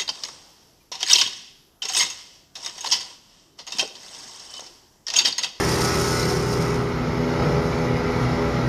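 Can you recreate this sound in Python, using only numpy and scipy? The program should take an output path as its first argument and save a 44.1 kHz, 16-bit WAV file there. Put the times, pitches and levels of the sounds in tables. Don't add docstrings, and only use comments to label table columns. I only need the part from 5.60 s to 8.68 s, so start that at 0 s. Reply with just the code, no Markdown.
import sys
import numpy as np
from scipy import signal
from scipy.fft import rfft, irfft
from scipy.io import wavfile
from scipy.ndimage import uniform_filter1d

SR = 44100
rng = np.random.default_rng(int(sys.argv[2]) if len(sys.argv) > 2 else 0)


def put_to_file(sound):
    columns = np.atleast_2d(sound).T
    safe = np.clip(columns, -1, 1)
    whole_steps = np.round(safe * 32767)
    wavfile.write(sys.argv[1], SR, whole_steps.astype(np.int16))


def boost(x):
    u = np.asarray(x, float) / 20
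    return 10 ** u


N = 135828
T = np.arange(N) / SR

# (time [s], rate [Hz])
FIRING_HZ = [(0, 31), (.35, 31), (.7, 31), (1.2, 31.15), (2.3, 31.3), (2.7, 31.4), (3.08, 31.35)]
KNIVES_HZ = [(0, 80.5), (.2, 80.9), (.4, 81), (.8, 81.55), (1.05, 82.1), (1.4, 82.2), (2, 82.3),
             (3.08, 82.25)]

# (multiple of firing rate, relative level [dB])
ENGINE_LOADED = [(2, -8), (3, -16), (4, 1), (5, -5.5), (6, -6), (7, -11.5), (9, -12), (10, -10),
                 (11, -11.5), (12, -3.5), (14, -10.5)]
ENGINE_EMPTY = [(2, -3), (3, -31), (4, 2), (5, 0), (6, -12), (7, -12), (9, -13.5), (10, -10.5), (11, -9),
                (12, -7), (14, -17.5)]
# (multiple of knife rate, relative level [dB])
DRUM_LOADED = [(1, -5.5), (2, -1.5), (3, -5), (4, -5.5), (5, 2), (6, -4), (7, -8.5), (8, -15.5), (9, -22),
               (10, -15), (11, -9), (12, -16), (13, -12), (14, -18), (15, -15), (16, -9), (17, -24),
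               (18, -11.5), (19, -18), (20, -18), (21, -48), (22, -21), (23, -23), (24, -13)]
DRUM_EMPTY = [(1, -10), (2, -2.5), (3, 0.5), (4, -7), (5, -2.5), (6, -4), (7, -7), (8, -12), (9, -18),
              (10, -9.5), (11, -13.5), (12, -14), (13, -18), (14, -24), (15, -28), (16, -18), (17, -16.5),
              (18, -23), (19, -17.5), (20, -25), (21, -20), (22, -23), (23, -21), (24, -16.5)]
# (time [s], level [dB])
ENGINE_LEVEL_DB = [(0, 5), (.3, 1.5), (.7, 2.5), (1.1, 1), (1.35, -2), (1.7, 0), (2.3, 1.5), (2.5, -4),
                   (2.65, -1), (3.08, -1.5)]
DRUM_LEVEL_DB = [(0, 1), (.5, -2.5), (1.2, -4.5), (1.4, -5), (1.9, -0.5), (2.5, -2), (3.08, -2.5)]
# (time [s], relative level [dB])
BOOM_DB = [(0, -10), (.15, 0.5), (.4, -2.5), (.6, 1), (.8, -1), (1, 4.5), (1.15, 3.5), (1.4, 1), (1.7, -1),
           (2.1, -4), (2.3, 1.5), (2.46, -9), (2.62, 9.5), (2.72, 3), (2.8, -9), (3, 8), (3.08, 7.5)]
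DRONE_DB = [(0, -1), (.2, -2.5), (.38, 5), (.55, -5), (.73, 7), (.9, -4), (1.12, 2), (1.3, -1), (2, -5),
            (2.5, -10), (3.08, 1)]
# (time [s], relative level [dB])
HUM_DB = [(0, -2), (.3, -2), (.5, 3.5), (.8, 1.5), (1, 2.5), (1.2, 5), (1.31, -0.5), (1.42, 6.5),
          (1.52, -2), (1.62, 4.5), (1.8, 1.5), (1.93, -4.5), (2.1, 0.5), (2.25, 1), (2.55, 0), (2.7, 3),
          (3.08, 4)]
HOWL_DB = [(0, -2), (.7, 0), (1.25, 7), (1.42, -6), (1.6, 4.5), (1.85, -3), (2, 6.5), (2.25, -0.5),
           (2.5, 6), (2.65, -4), (2.82, 9.5), (3.08, -17)]
SIXTH_DB = [(0, -5), (.2, 2), (.42, -5.5), (.62, 3.5), (.85, 0), (1.05, 2), (1.14, -6), (1.25, 2),
            (1.4, -5), (1.6, 1.5), (2.1, 1), (2.5, 3), (2.8, 1), (3.08, 0)]
NOTE_DB = [(0, -4), (.5, 2.5), (.85, -2.5), (1.05, 6), (1.3, -6), (1.7, 2), (2.05, 4.5), (2.3, 1),
           (2.5, -6), (2.65, -4), (2.85, 4.5), (3.08, 2.5)]
# (time [s], relative level [dB])
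WHINE_DB = [(0, -7), (.18, -4), (.25, 7), (.4, 3.5), (.55, 7), (.72, 0), (1, 1), (1.3, 2), (3.08, -8)]
ENGINE_DB, DRUM_DB = -33, -30.5
ENGINE_WAVER_DB, DRUM_WAVER_DB, WAVER_HZ = 1.8, 1.3, 7
UNLOAD_MID_S, UNLOAD_LENGTH_S = 1.19, 0.48
PHASE_SPREAD_TURNS = .7

# (time [s], level [dB])
SHRED_DB = [(0, -28.5), (.19, -30.5), (.24, -26.5), (.29, -30.5), (.49, -29.5), (.6, -30.5), (.75, -34),
            (.84, -39.5), (.93, -33.5), (.97, -39), (1.02, -36), (1.07, -38), (1.12, -41.5), (1.2, -45),
            (1.3, -44), (1.4, -58)]
# (frequency [Hz], relative level [dB])
CHIP_SPECTRUM = [(1500, -40), (2500, -22), (3300, -13.5), (4200, -7), (4850, -2), (5150, 2), (5400, 1.5),
                 (5700, -1), (6200, -6), (6800, -4), (7400, -6.5), (8700, -7), (9300, -13.5), (10500, -15),
                 (12000, -18), (14500, -23)]
CHIPS_PER_S, CHIP_SPREAD_DB, CHIP_DECAY_S, CLUMP_DB = 3500, 3.2, .002, .7
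SHRED_OFF_S, SHRED_FADE_S = 1.375, 0.22

# (time [s], level [dB])
GRIND_DB = [(0, -30), (.2, -30), (.45, -32), (.7, -33.5), (.85, -39), (1, -37), (1.15, -37), (1.3, -49),
            (1.45, -58)]
# (frequency [Hz], relative level [dB])
GRIND_SPECTRUM = [(300, -15), (600, -2.5), (800, 1), (1050, -1), (1300, 0.5), (1600, -5), (2000, -2),
                  (2500, -6.5), (3300, -11.5), (4200, -17), (6000, -38)]
STRAND_DB = 3.5

# (time [s], level [dB], pitch [Hz])
KNOCKS = [(.133, -16, 150), (.235, -19, 201), (.768, -17, 150), (.866, -17, 130), (.925, -20, 130),
          (.996, -14, 162), (1.025, -19, 154)]
KNOCK_RISE_S, KNOCK_T60_S = 0.0046, 0.068

# (time [s], level [dB], decay to 1/e [s])
CRACKLES = [(.005, -42, .02), (0.096, -40, .03), (.235, -42, .03), (0.377, -40, .02), (.41, -36, .02),
            (0.49, -40, .025), (.59, -47, .02), (.68, -51, .02), (.745, -48, .02), (.915, -55, .025),
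            (1.005, -45, .025), (1.05, -50, .02), (1.89, -58, .04), (2.51, -55, .03), (2.605, -56, .03)]
# (frequency [Hz], relative level [dB])
CRACKLE_SPECTRUM = [(1500, -30), (3000, 6), (7000, -12), (10000, 7), (14500, -15)]
CRACKLE_RISE_S = .004

# (time [s], level [dB], tilt [dB per octave above TILT_FROM_HZ])
THUMPS = [(1.81, -12.5, -3), (1.851, -14.5, 0), (1.885, -17, -3), (1.909, -18, 2), (1.945, -19, -6),
          (1.967, -18, -6), (2.13, -30, -10)]
# (frequency [Hz], relative level [dB], t60 [s])
HOPPER_MODES = [(96, -4, 0.12), (140.7, -3.5, 0.36), (175, -3, 0.1), (317, -12, 0.18), (400, -14, 0.088),
                (470, -5.5, 0.16), (593, -6, 0.08), (850, -13, .1), (1260, -24, 0.051), (1920, -20, 0.096)]
THUMP_RISE_S, TILT_FROM_HZ, MODE_DROP_DB = 0.007, 140, 3.3

# (frequency [Hz], relative level [dB])
ROAR_SPECTRUM = [(18, -63), (30, -19), (50, -7.5), (100, -3.5), (150, -5.5), (210, -8), (300, -10),
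                 (420, -6), (520, -11), (650, -15), (880, -11), (1090, -15.5), (1300, -10.5), (1700, -22.5),
                 (2050, -16), (2300, -19.5), (2550, -24), (3200, -25.5), (4200, -24), (4900, -22),
                 (5400, -19.5), (5800, -25), (6500, -26.5), (8000, -30.5), (9000, -37), (11600, -36.5),
                 (14500, -48)]
# (time [s], level [dB])
ROAR_LEVEL_DB = [(1.2, -40), (1.482, -38), (1.624, -39), (1.854, -35.5), (2.11, -38.5), (2.136, -35),
                 (2.152, -39), (2.294, -37), (3.058, -36), (3.08, -41)]
# (time [s], level [dB])
RASP_LEVEL_DB = [(1.3, -53), (1.422, -53.5), (1.894, -49.5), (2.232, -50), (2.34, -53), (2.384, -50),
                 (2.414, -53), (2.648, -48), (2.668, -52.5), (2.708, -50), (3.03, -51.5), (3.08, -52)]
ROAR_GAIN_DB, RASP_GAIN_DB = 10, 14.5
FIRE_DEPTH, KNIFE_DEPTH, THROB_DEPTH = .05, .07, .45
THROB_BELOW_HZ, RASP_ABOVE_HZ = 350, 3600

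PANEL_DB, PANEL_SPACING_HZ, PATCH_DB = 1.7, 25, 1.8
# (frequency [Hz], gain [dB])
MIC = [(5, -20), (20, -9), (40, 0), (6800, 0), (7100, -5), (7500, -3), (7900, -12), (8150, -17), (8400, -6),
       (8700, 0), (13900, 0), (14450, -6), (14600, -60), (22050, -60)]


def evened(x):
    return x / np.sqrt(np.mean(x ** 2) + 1e-20)


def curve(points):
    return np.interp(T, *np.transpose(points))


def shape(x, points):
    f, db = np.transpose(points)
    hz = np.fft.rfftfreq(N, 1 / SR)
    gain = boost(np.interp(np.log(hz + 1), np.log(f + 1), db))
    return irfft(rfft(x) * gain, N)


def colour(x, points):
    return evened(shape(x, points))


def wander(hz, count):
    knots = rng.standard_normal((count, 400))
    t = np.arange(400) / 100
    b, a = signal.butter(2, np.clip(hz / 50, .01, .9))
    smooth = signal.lfilter(b, a, knots)[:, 60:]
    return np.array([np.interp(T, t[:-60], evened(row)) for row in smooth])


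def patchy(x, size, bins, frames, depth_db):
    z = signal.stft(x, nperseg=size, noverlap=size * 3 // 4)[2]
    patches = rng.standard_normal(z.shape[::-1]).T
    patches = uniform_filter1d(patches, size=bins, axis=0)
    patches = evened(uniform_filter1d(patches, size=frames, axis=1))
    return signal.istft(z * boost(depth_db * patches), nperseg=size, noverlap=size * 3 // 4)[1][:N]


def orders(turns, loaded, empty, waver_db, order_db):
    load = np.clip(.5 - (T - UNLOAD_MID_S) / UNLOAD_LENGTH_S, 0, 1)
    wavers = wander(WAVER_HZ, count=len(empty))
    starts = rng.random(len(empty))
    out = np.zeros(N)
    for (k, full_db), (_, empty_db), waver, start in zip(loaded, empty, wavers, starts):
        level_db = empty_db + (full_db - empty_db) * load + waver_db * waver + order_db.get(k, 0)
        phase = k * turns + PHASE_SPREAD_TURNS * start
        out += np.sqrt(2) * boost(level_db) * np.cos(2 * np.pi * phase)
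    return out


def engine(firing):
    order_db = {4: curve(BOOM_DB), 12: curve(DRONE_DB)}
    tones = orders(firing, ENGINE_LOADED, ENGINE_EMPTY, ENGINE_WAVER_DB, order_db)
    return boost(ENGINE_DB + curve(ENGINE_LEVEL_DB)) * tones


def drum(knives):
    whine = curve(WHINE_DB)
    order_db = {3: curve(HUM_DB), 5: curve(HOWL_DB), 6: curve(SIXTH_DB), 7: curve(NOTE_DB),
                16: whine, 18: whine}
    tones = orders(knives, DRUM_LOADED, DRUM_EMPTY, DRUM_WAVER_DB, order_db)
    return boost(DRUM_DB + curve(DRUM_LEVEL_DB)) * tones


def chips(knives):
    t = np.arange(600) / SR
    spread_db = CHIP_SPREAD_DB * np.minimum(rng.exponential(1, N), 5)
    size = boost(spread_db + CLUMP_DB * wander(14, count=1)[0])
    chance = CHIPS_PER_S / SR * (1 + .1 * np.cos(2 * np.pi * knives))
    hits = size * (rng.random(N) < chance)
    power = signal.oaconvolve(hits ** 2, np.exp(-t / CHIP_DECAY_S))[:N]
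    grains = colour(np.sqrt(abs(power)) * rng.standard_normal(N), CHIP_SPECTRUM)
    fade = np.clip((SHRED_OFF_S - T) / SHRED_FADE_S, 0, 1)
    return boost(curve(SHRED_DB)) * fade * grains


def grind():
    strands = patchy(rng.standard_normal(N), 4096, bins=2, frames=7, depth_db=STRAND_DB)
    return boost(curve(GRIND_DB)) * colour(strands, GRIND_SPECTRUM)


def knocks():
    t, out = np.arange(SR // 10) / SR, np.zeros(N)
    rise = np.minimum(t / KNOCK_RISE_S, 1)
    for s, level_db, hz in KNOCKS:
        at = round(s * SR)
        out[at:at + len(t)] += boost(level_db - 60 * t / KNOCK_T60_S) * rise * np.sin(2 * np.pi * hz * t)
    return out


def crackles():
    level = np.zeros(N)
    for s, db, decay_s in CRACKLES:
        rise = np.clip((T - s) / CRACKLE_RISE_S, 0, 1)
        level += boost(db) * rise * np.exp(-np.maximum(T - s, 0) / decay_s)
    return level * colour(rng.standard_normal(N) * rng.exponential(1, N), CRACKLE_SPECTRUM)


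def hopper():
    t, out = np.arange(SR // 3) / SR, np.zeros(N + SR)
    rise = np.minimum(t / THUMP_RISE_S, 1)
    for s, level_db, tilt_db in THUMPS:
        ring = np.zeros(len(t))
        for hz, mode_db, t60_s in HOPPER_MODES:
            octaves = max(np.log2(hz / TILT_FROM_HZ), 0)
            start_db = mode_db + tilt_db * octaves - MODE_DROP_DB * rng.random()
            ring += boost(start_db - 60 * t / t60_s) * np.sin(2 * np.pi * hz * t)
        at = round(s * SR)
        out[at:at + len(t)] += boost(level_db) * ring * rise
    return out[:N]


def roar(firing, knives):
    fire_pulse, knife_pulse = np.cos(2 * np.pi * firing), np.cos(2 * np.pi * knives)
    noise = colour(rng.standard_normal(N) * (1 + FIRE_DEPTH * fire_pulse), ROAR_SPECTRUM)
    treble = signal.sosfiltfilt(signal.butter(2, RASP_ABOVE_HZ, "high", fs=SR, output="sos"), noise)
    low = signal.sosfiltfilt(signal.butter(2, THROB_BELOW_HZ, fs=SR, output="sos"), noise)
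    throb = low * (1 + THROB_DEPTH * fire_pulse)
    body = throb + (noise - treble - low) * (1 + KNIFE_DEPTH * knife_pulse)
    rasp = boost(curve(RASP_LEVEL_DB) + RASP_GAIN_DB) * treble
    return boost(curve(ROAR_LEVEL_DB) + ROAR_GAIN_DB) * body + rasp


def steel(x):
    bass_taper = np.clip(np.arange(513) / 40, 0, 1)[:, None]
    x = patchy(x, 1024, bins=4, frames=14, depth_db=PATCH_DB * bass_taper)
    hz = np.fft.rfftfreq(N, 1 / SR)
    fine = np.interp(hz / PANEL_SPACING_HZ, np.arange(1000), rng.standard_normal(1000))
    return irfft(rfft(x) * boost(PANEL_DB * fine * np.clip(hz / 1500, 0, 1)), N)


def scene():
    firing = np.cumsum(curve(FIRING_HZ)) / SR
    knives = np.cumsum(curve(KNIVES_HZ)) / SR
    machine = engine(firing) + drum(knives)
    through_steel = steel(chips(knives) + roar(firing, knives))
    wood = grind() + knocks() + crackles() + hopper()
    return (machine + through_steel + wood)[None]


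def low_pass(x):
    return signal.sosfilt(signal.butter(12, 15620, fs=SR, output="sos"), x)


def record(dry):
    mix = shape(dry[0], MIC)[None]
    return low_pass(mix)


dry = scene()
out = record(dry)
put_to_file(out)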